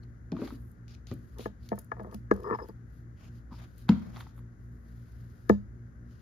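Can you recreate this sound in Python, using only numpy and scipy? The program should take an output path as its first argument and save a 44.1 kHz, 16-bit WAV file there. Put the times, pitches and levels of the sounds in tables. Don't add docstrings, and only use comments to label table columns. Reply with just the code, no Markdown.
import sys
import numpy as np
from scipy import signal
from scipy.fft import rfft, irfft, next_fast_len
from scipy.io import wavfile

SR = 44100
rng = np.random.default_rng(int(sys.argv[2]) if len(sys.argv) > 2 else 0)


def bounce(signal):
    frames = np.transpose(np.atleast_2d(signal))
    limited = np.clip(frames, -1, 1)
    pcm = np.round(limited * 32767).astype(np.int16)
    wavfile.write(sys.argv[1], SR, pcm)


N = 274169
TIME = np.arange(N) / SR
SCUFF_HZ, RASP_HZ, AIR_HZ = (673, 2030), (2510, 5960), (8270, 14000)
# (frequency [Hz], level [dB], t60 before the hand alters it [s])
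TABLE_MODES = [(74.4, -24, 0.3), (112.3, -29.5, 0.56), (206.5, -13, 0.26), (278, -21, 0.096),
               (381, -2, 0.03), (437.2, -9.5, 0.069), (474.7, -5.5, 0.044), (588, -28, 0.21),
               (670, -16, 0.073), (893.4, -21.5, 0.078), (932, -16.5, 0.024), (1135, -15.5, 0.022),
               (1239, -18, 0.031), (1747, -27, 0.043), (1846, -56, 0.1), (2038, -30.5, 0.018),
               (2246, -34.5, 0.029), (3054, -31.5, 0.021)]
BLOW_HZ = [200, 420, 700, 1400]


def from_db(db):
    return 10 ** (np.asarray(db) / 20)


def rms_one(x):
    return x / np.sqrt(np.mean(x ** 2) + 1e-20)


def at_hz(points, hz):
    f, value = np.transpose(points)
    return np.interp(np.log(hz), np.log(f), value)


def band(x, edges_hz, kind="band", order=2):
    sections = signal.butter(order, np.clip(edges_hz, 10, SR * 9 / 20), kind, fs=SR, output="sos")
    return signal.sosfilt(sections, x + 1e-18)


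def shaped(x, gain_at):
    size = next_fast_len(N + 4096, True)
    hz = np.maximum(np.arange(size // 2 + 1) * SR / size, 1)
    return irfft(rfft(x, size) * gain_at(hz), size)[..., :N]


def drift(per_s):
    knots = rng.standard_normal(4096)
    return rms_one(np.interp(TIME * per_s, np.arange(len(knots)), knots))


def held(start, end, rise_s, fall_s):
    return np.clip((TIME - start) / rise_s, 0, 1) * np.exp(-np.clip((TIME - end) / fall_s, 0, 20))


def ring(drive, hz, t60):
    r, w = from_db(-60 / (t60 * SR)), 2 * np.pi * hz / SR
    return signal.lfilter([0, np.sin(w)], [1, -2 * r * np.cos(w), r * r], drive + 1e-18)


def grains(per_s, spread_db):
    sizes = from_db(spread_db * np.minimum(rng.exponential(1, N), 4)) * rng.choice([-1, 1], N)
    return sizes * (rng.random(N) < per_s / SR)


def diffuse(pair, direct=0):
    # (frequency [Hz], left-right correlation [-1..1])
    coherence = [(60, 0.93), (290, 0.61), (640, 0.28), (1400, -0.42), (3100, 0.63), (6800, -0.64),
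                 (13000, 0.72)]

    def weights(hz):
        alike = np.clip(direct + (1 - direct) * at_hz(coherence, hz), -.99, .99)
        return np.sqrt(1 + np.array([[1], [-1]]) * alike)
    mid, side = shaped(pair, weights)
    return np.array([mid + side, mid - side])


def panned(x, balance):
    return shaped(x, lambda hz: from_db(np.array([[.5], [-.5]]) * at_hz(balance, hz)))


def room(x, t60, wet_db):
    age = TIME[:SR // 2]
    tail = rng.standard_normal((2, len(age))) * from_db(-60 * age / t60) * (age > .004)
    tail = band(tail, 8400, "low", order=1)
    tail /= np.sqrt(np.sum(tail ** 2, axis=1, keepdims=True))
    return x + from_db(wet_db) * signal.fftconvolve(x, tail, axes=1)[:, :N]


def appliance(beat_hz=3.668, swell_s=4.43, waver_db=1.34):
    # (frequency [Hz], rms level [dB], relative level of a partner beat_hz higher [dB])
    partials = [(58.3, -53.5, -19.5), (116.2, -52.5, -3), (175.6, -65, -7), (235.5, -61.5, -8),
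                (292, -73.5, -7.5), (352, -74.5, -2.5)]
    beat, hum = 2 * np.pi * beat_hz * (TIME - swell_s), 0
    for hz, db, partner_db in partials:
        phase = 2 * np.pi * (hz * TIME + rng.random())
        amplitude = np.sqrt(2) * from_db(db + waver_db * drift(8.4))
        hum = hum + amplitude * (np.sin(phase) + from_db(partner_db) * np.sin(phase + beat))
    return hum


def still_air(db=-50.5):
    # (frequency [Hz], relative density [dB])
    spectrum = [(30, -26), (55, 6.5), (90, 0.5), (160, -7), (300, -14.5), (500, -23.5), (900, -34),
                (1500, -25), (2000, -33.5), (2550, -54), (4000, -66.5), (6500, -46), (12500, -53.5),
                (16000, -77)]
    air = shaped(diffuse(rng.standard_normal((2, N))), lambda hz: from_db(at_hz(spectrum, hz)))
    return from_db(db) * rms_one(air)


def brushing():
    # (start [s], end [s], rasp level [dB], air above rasp [dB])
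    sweeps = [(0.502, 0.704, -86, 18.5), (1.088, 1.383, -73, 1), (1.63, 1.798, -69, 0.5),
              (1.894, 2.144, -80, 2), (2.307, 2.69, -69, -0.5), (2.85, 3.003, -75, 2),
              (3.256, 3.385, -69, -4.5), (3.543, 3.853, -70.5, -1.5), (3.89, 4.298, -65, -6),
              (4.56, 4.85, -86, 8), (4.802, 5.493, -71.5, 0), (6.036, 6.22, -68.5, -7)]
    rasp, air = from_db(-80.5), from_db(-92.5)
    for start, end, db, air_db in sweeps:
        sweep = from_db(db) * held(start, end, rise_s=0.086, fall_s=0.026)
        rasp, air = np.hypot(rasp, sweep), np.hypot(air, from_db(air_db) * sweep)
    return np.array([np.zeros(N), rasp, air])


def contact_gains(db, brightness, fall_db_per_octave):
    octaves = np.log2([SCUFF_HZ, RASP_HZ, AIR_HZ]).mean(axis=1)
    away = np.abs(octaves - octaves[1] - brightness)
    return from_db(db - fall_db_per_octave * (away - away.min()))[:, None]


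def ticks(tick_s=0.0011, crack_db=22.5, grit_db=-1, right_lag_s=.00003):
    # (time [s], level [dB], brightness [octaves above the rasp])
    releases = [(0.3186, -45, -0.91), (0.3662, -50, -1.6), (0.716, -57.5, 1.8), (0.8805, -53, 0.26),
                (0.8947, -55, 0), (0.944, -58, 0.1), (0.949, -50, 0.12), (1.0697, -48.5, -0.07),
                (1.074, -64, 0.1), (1.1137, -47, -0.87), (1.138, -49, 1.9), (1.143, -62, 1.7),
                (1.3845, -48.5, 0.72), (1.689, -43.5, 0.46), (1.7563, -55, 1.7), (1.788, -37.5, 1.42),
                (1.7912, -47, 1.2), (1.7938, -49, 1.6), (1.8163, -55, 1.7), (1.8452, -52.5, 1.7),
                (1.917, -48.5, -1.11), (1.994, -61, -1), (2.0032, -64, 0.51), (2.032, -61.5, 1),
                (2.113, -60, 0.5), (2.1446, -42.5, 0.88), (2.3126, -41, 0.39), (2.339, -52.5, 1.1),
                (2.363, -55, 0.78), (2.403, -57.5, 1), (2.433, -58, 0.63), (2.548, -45, -1.32),
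                (2.686, -52.5, 1.1), (3.761, -67, 1.7), (3.781, -51, 1.1), (3.8929, -33.5, -0.77),
                (4.1685, -43.5, -1.02), (5.494, -33, 0.51)]
    pans = [-0.5, 1.5, -1]
    noise, age, out = diffuse(rng.standard_normal((2, N)), direct=0.27), TIME[:SR // 20], 0
    cracks, puffs = np.zeros((2, 3, N))
    for s, db, brightness in releases:
        gains, start = contact_gains(db, brightness, fall_db_per_octave=14), int(s * SR)
        puffs[:, start:start + len(age)] += gains * age / tick_s * np.exp(1 - age / tick_s)
        cracks[:, int((s + tick_s / 2) * SR)] += gains[:, 0]
    for crack, puff, edges_hz, pan_db in zip(cracks, puffs, [SCUFF_HZ, RASP_HZ, AIR_HZ], pans):
        crack = from_db(crack_db) * band(crack, edges_hz, order=3)
        grit = from_db(grit_db) * puff * rms_one(band(noise, edges_hz, order=3))
        tick = np.array([crack, np.interp(TIME - right_lag_s, TIME, crack)]) + grit
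        out = out + tick * from_db(pan_db * np.array([[.5], [-.5]]))
    return out


def fingers(release_s=0.0091, brush_db=-3, ring_db=-2, ring_t60=0.0018):
    # (start [s], end [s], rise [s], level [dB], brightness [octaves above the rasp], ring [Hz])
    strokes = [(0.032, 0.033, .004, -63, -0.6, 4430), (0.339, 0.489, 0.054, -58, -1.23, 4500),
               (0.402, 0.56, 0.013, -66.5, 0.9, 4670), (0.88, 0.944, 0.0035, -63.5, -0.06, 5340),
               (1.067, 1.134, 0.0028, -62, 0.1, 4520), (1.381, 1.466, 0.0079, -56.5, 0.46, 3940),
               (1.587, 1.666, 0.082, -66.5, 0.6, 4900), (2.103, 2.147, 0.039, -61, 5, 5600),
               (3.151, 3.284, 0.061, -64, -0.54, 3180), (3.504, 3.577, 0.033, -66, 0.25, 5150),
               (3.58, 3.654, .012, -62.5, -1, 3680), (3.776, 3.824, 0.0042, -66.5, 1, 4420),
               (3.882, 3.929, 0.0023, -48.5, -2, 3680), (3.951, 4.119, 0.023, -63.5, -14.5, 1420),
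               (4.125, 4.217, 0.029, -58, -1.06, 3500), (4.168, 4.214, .02, -61, 1.8, 3600),
               (4.335, 4.394, 0.048, -65.5, 2, 3830), (5.043, 5.087, 0.021, -76.5, -1.5, 4650)]
    # (frequency [Hz], gain [dB])
    colour = [(620, 10), (950, -2), (1250, 3.5), (1700, -3), (2250, -0.5), (2650, -4.5), (3400, -7),
              (4400, -4.5), (5000, -3), (5700, -6.5), (6600, 0), (9500, -3), (13000, -4)]
    slips = np.array([grains(per_s=2600, spread_db=-0.5) for port in range(2)])
    slips = diffuse(slips, direct=0.24) * from_db(1.36 * drift(90))
    sliding, out = 0, ticks()
    rasp = band(slips, RASP_HZ)
    for start, end, rise, db, brightness, hz in strokes:
        stroke = contact_gains(db, brightness, fall_db_per_octave=6.5) * held(start, end, rise, release_s)
        sliding = sliding + stroke
        out = out + from_db(ring_db) * stroke[1] * rms_one(ring(rasp, hz, ring_t60))
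    sliding = np.hypot(sliding, from_db(brush_db) * brushing())
    for slide, edges_hz in zip(sliding, [SCUFF_HZ, RASP_HZ, AIR_HZ]):
        out = out + slide * rms_one(band(slips, edges_hz, order=3))
    return room(shaped(out, lambda hz: from_db(at_hz(colour, hz))), t60=0.25, wet_db=-13.0)


def blow_drive(strength_db, hardness, spot_db, hollow_db=0):
    spot_share = [-0.36, 0.81, -0.76, 0.64]
    octaves = np.log2(BLOW_HZ)
    tilt_db = hardness * (octaves - octaves.mean())
    return strength_db + tilt_db + spot_db * np.array(spot_share) + hollow_db * np.array([0, 0, 1, 0])


def strike(modes, s, drive_db, spread_s, rise_cycles, pitch=1, sustain=1):
    hz, level_db, t60 = np.array(modes).T[:, :, None]
    start, out = int(s * SR), np.zeros(N)
    delay = spread_s * (np.sqrt(hz.max() / hz) - 1)
    age = np.maximum(TIME[start:start + SR // 2] - s - delay, 0)
    mode_db = level_db + np.interp(np.log(hz), np.log(BLOW_HZ), drive_db)
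    decay = from_db(mode_db - 60 * age / (t60 * sustain))
    swell = 1 - np.exp(-(age * hz / rise_cycles) ** 2)
    out[start:start + SR // 2] = np.sum(decay * swell * np.sin(2 * np.pi * hz * pitch * age), axis=0)
    return out


def poster(bottom_hz=60, hollow_db=-7):
    # (frequency [Hz], level [dB], t60 [s])
    modes = [(77, -34, 0.42), (116, -28, 0.15), (184.6, -18.5, 0.2), (203.4, -9.5, 0.12),
             (235, -22.5, 0.24), (272.5, -23, 0.13), (330, -14.5, 0.029), (458, -28, 0.081),
             (721, -34, 0.16), (851, -25.5, 0.036), (917, -27, 0.047), (1204, -42, 0.067),
             (1960, -52, 0.091)]
    # (time [s], level [dB], hardness [dB/octave], spot [dB], pitch [ratio])
    blows = [(0.318, -13.5, -3.5, 14, 1.24), (0.327, -18.5, 2.5, -19.5, 0.9), (0.349, -23.5, -2, 5, 1.33),
             (0.367, -25, 7, -17, 1.32), (0.388, -20.5, -2, 4, 1.54), (0.4167, -13, -4, 20.5, 1.28),
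             (0.432, -25, -0.5, 20, 1.76), (0.52, -23, -1, 5, 1.32), (0.54, -34, 6, 8, 1.5),
             (1.114, -15, -4, 28.5, 0.61), (1.118, -18.5, -2.5, 18, 1.23), (3.516, -24.5, 3, -4, 1.19),
             (3.8915, 4, -1.5, 5.5, 1.037)]
    hollow = hollow_db * np.array([0, 1, 1, 0])
    thuds = sum(strike(modes, s, blow_drive(*blow) + hollow, spread_s=0.00077, rise_cycles=0.54,
                       pitch=pitch) for s, *blow, pitch in blows)
    thuds = band(thuds, bottom_hz, "high")
    return room(np.array([thuds, thuds]), t60=0.67, wet_db=-16.0)


def figure(grit_db=5.5):
    # (frequency [Hz], level [dB], t60 [s])
    modes = [(934, 0, 0.019), (1273, 2.5, 0.012), (2050, -2, 0.0032), (3150, -6, 0.012),
             (3570, -2.5, 0.0043), (4560, -10, 0.008), (11200, -19.5, 0.0022)]
    # (start [s], end [s], level [dB], tilt [dB/octave])
    scrapes = [(0.391, 0.396, -57, -14), (0.419, 0.436, -49, -20), (0.473, 0.484, -56.5, 1),
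               (0.502, 0.511, -48, -5), (1.105, 1.13, -64, 0.5), (2.528, 2.558, -67, 0),
               (3.507, 3.561, -56, -13), (3.889, 3.892, -30, -3.5), (4.157, 4.166, -56, 1),
               (4.172, 4.19, -53, -7), (4.201, 4.21, -48.5, -0.5), (4.213, 4.231, -57, -1.5),
               (4.265, 4.27, -52, -8), (4.372, 4.393, -64, -5)]
    # (time [s], level [dB], tilt [dB/octave])
    snaps = [(0.327, -47, 4), (0.367, -34, -2.5), (0.386, -42, -3.1), (0.417, -32, -5), (0.471, -40, -2),
             (0.505, -35, -4), (3.8905, -20, 0.5), (4.1555, -53, 7), (4.161, -45, -4), (4.179, -42, 0),
             (4.187, -45.5, -2), (4.204, -42, 4.5), (4.2095, -45, 5), (4.268, -38, -6)]
    slips, out = grains(per_s=1500, spread_db=grit_db), 0
    bursts = [(from_db(db) * held(start, end, rise_s=0.0018, fall_s=0.0019), tilt)
              for start, end, db, tilt in scrapes]
    for k, (hz, db, t60) in enumerate(modes):
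        octaves = np.log2(hz / modes[0][0])
        drive = slips * sum(burst * from_db(tilt * octaves) for burst, tilt in bursts)
        for s, snap_db, tilt in snaps:
            drive[int(s * SR)] += from_db(snap_db + tilt * octaves)
        out = out + (-1) ** k * from_db(db) * ring(drive, hz, t60) / np.std(ring(slips, hz, t60))
    return room(from_db(-3.5) * np.array([out, out]), t60=0.49, wet_db=-14.5)


def squeak(level_db=-68.5, width_hz=220, stutter_db=2.5):
    # (time [s], half length [s], relative level [dB], pitch [Hz])
    spurts = [(0.032, 0.0076, -5, 4300), (2.457, 0.027, -4, 5100), (2.513, 0.014, -4.5, 5030),
              (2.554, 0.01, 2, 5070), (2.6, 0.0094, -3, 5080), (2.634, 0.012, 3, 5090),
              (2.695, 0.0087, -4, 4920)]
    slips, out = grains(per_s=2700, spread_db=3.0), 0
    for s, half, db, hz in spurts:
        tone = rms_one(band(slips, (hz - width_hz / 2, hz + width_hz / 2)))
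        out = out + from_db(level_db + db) * np.exp(-((TIME - s) / half) ** 2) * tone
    return out * from_db(stutter_db * drift(190))


def drag(judder_db=1.5, t60_ratio=0.74):
    # (start [s], end [s], level [dB], growth [dB/s], middle, high modes above the low [dB])
    pushes = [(1.352, 1.424, -58.5, -5, -6, -7), (1.969, 2.143, -54.5, 1, -15, -8.5),
              (2.346, 2.435, -44, -21, -17, -14), (2.434, 2.504, -40.5, 68, -10, -4),
              (2.497, 2.539, -39.5, 22, 1, 2.5), (2.54, 2.551, -46.5, 0, 16, -6),
              (2.587, 2.604, -49, -60, 8.5, 7.5), (2.61, 2.651, -44, -70, -8, -18.5),
              (2.682, 2.698, -46.5, 0, -6, -14)]
    slips = grains(per_s=900, spread_db=2.0)
    low, middle, high = [sum(from_db(db) * ring(slips, hz, t60 * t60_ratio) for hz, db, t60 in modes)
                         for modes in (TABLE_MODES[2:9], TABLE_MODES[9:11], TABLE_MODES[11:])]
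    low = rms_one(band(low, (330, 620)))
    middle = rms_one(band(middle, (800, 1050)))
    high = rms_one(band(high, (950, 1850), order=5))
    out, judder = 0, from_db(judder_db * drift(170))
    for start, end, db, growth, middle_db, high_db in pushes:
        age = np.clip(TIME, start, end) - start
        force = from_db(db + growth * age) * held(start, end, rise_s=0.013, fall_s=0.0073)
        out = out + force * judder * (low + from_db(middle_db) * middle + from_db(high_db) * high)
    return out


def tabletop(top_hz=2100, bottom_hz=55):
    # (time [s], level [dB], hardness [dB/octave], spot [dB], pitch [ratio],
    # ring length under the hand [ratio], gain near 700 Hz [dB])
    blows = [(1.391, -32, -4, 9.5, 1.1, 0.82, 7), (1.4561, -19.5, 3.5, 4.5, 0.98, 0.79, 6.5),
             (1.7158, -15.5, -2.7, -1, 0.995, 0.53, 13.5), (1.727, -26.5, 4, 3, 1.01, 1.03, 12.5),
             (1.776, -31.5, 5, -4.5, 1.01, 0.98, -2), (1.9163, -20.5, 13.5, -3.5, 0.98, 0.78, -2.5),
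             (1.965, -32, 3, -12, 1.06, 1.2, -8.5), (1.994, -25.5, 5, -4.5, 0.97, 1.2, -2),
             (2.009, -29.5, 3, -14, 0.94, 0.87, -1), (2.044, -31.5, 0, -2, 1.07, 0.91, 3.5),
             (2.068, -32.5, -0.5, -13, 0.92, 0.74, 1.5), (2.123, -35, 6, -4.5, 0.94, 1.46, 0),
             (2.1398, -26.5, -2.5, -9, 1.03, 0.71, -7), (2.3115, -3, 4, 5, 0.95, 0.72, -3.5),
             (2.5075, -13, 3, -4, 1.02, 0.54, -10), (2.532, -21.5, 8, 5, 0.84, 0.62, 3),
             (2.586, -25.5, 11.5, -10.5, 0.93, 1.15, -7), (2.686, -31.5, 0, -4, 0.984, 0.54, -1.5),
             (5.495, 1.5, 0.7, 0.5, 0.99, 0.84, -5)]
    # (frequency [Hz], width [Hz])
    nodes = [(570, 75), (815, 71), (1520, 33)]
    # (frequency [Hz], left minus right [dB], lag of the left port [rad])
    stand = [(20, 7, 1.5), (74.5, -3, 1.1), (119, -0.5, 1.3), (300, -0.5, 0.64), (470, 3, 0.86),
             (690, 2, 1.7), (955, 3, 1.48), (1256, 10, 1.75), (1620, 5.5, 3.5), (1690, 14.5, 5),
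             (2280, 9.5, 5.5), (5120, 13.5, 7)]
    knocks = sum(strike(TABLE_MODES, s, blow_drive(*blow, hollow_db), spread_s=.0015, rise_cycles=0.36,
                        pitch=pitch, sustain=sustain) for s, *blow, pitch, sustain, hollow_db in blows)
    wood = band(knocks + drag(), top_hz, "low", order=8)
    wood = band(wood, bottom_hz, "high")
    for hz, width in nodes:
        wood = signal.lfilter(*signal.iirnotch(hz, hz / width, fs=SR), wood)
    balance = [(hz, db) for hz, db, _ in stand]
    lag = [(hz, radians) for hz, _, radians in stand]
    right = wood + squeak()
    left = shaped(right, lambda hz: np.exp(-1j * at_hz(lag, hz)))
    return room(panned(np.array([left, right]), balance), t60=0.17, wet_db=-25.0)


def scene():
    # (frequency [Hz], left minus right [dB])
    hand_balance = [(200, 1.5), (380, 3), (700, -2), (1290, 0.5), (2380, 3.5), (4400, 6), (8100, 0),
                    (15000, 0)]
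    # (frequency [Hz], left minus right [dB])
    room_balance = [(60, 2), (110, -0.5), (200, 2.5), (380, 2.5), (700, -0.5), (1290, 6.5), (2380, 12.5),
                    (4400, 17), (8100, 2), (15000, -2)]
    handling = tabletop() + figure() + panned(poster() + fingers(), hand_balance)
    return handling + panned(appliance() + still_air(), room_balance)


def record(dry, cutoff_hz=16800):
    # (frequency [Hz], gain [dB])
    treble_dip = [(7000, -0.5), (8300, -17), (9700, -2)]
    softened = shaped(dry, lambda hz: from_db(at_hz(treble_dip, hz)))
    return signal.sosfilt(signal.cheby2(14, 60, cutoff_hz, fs=SR, output="sos"), softened)


dry = scene()
out = record(dry)
bounce(out)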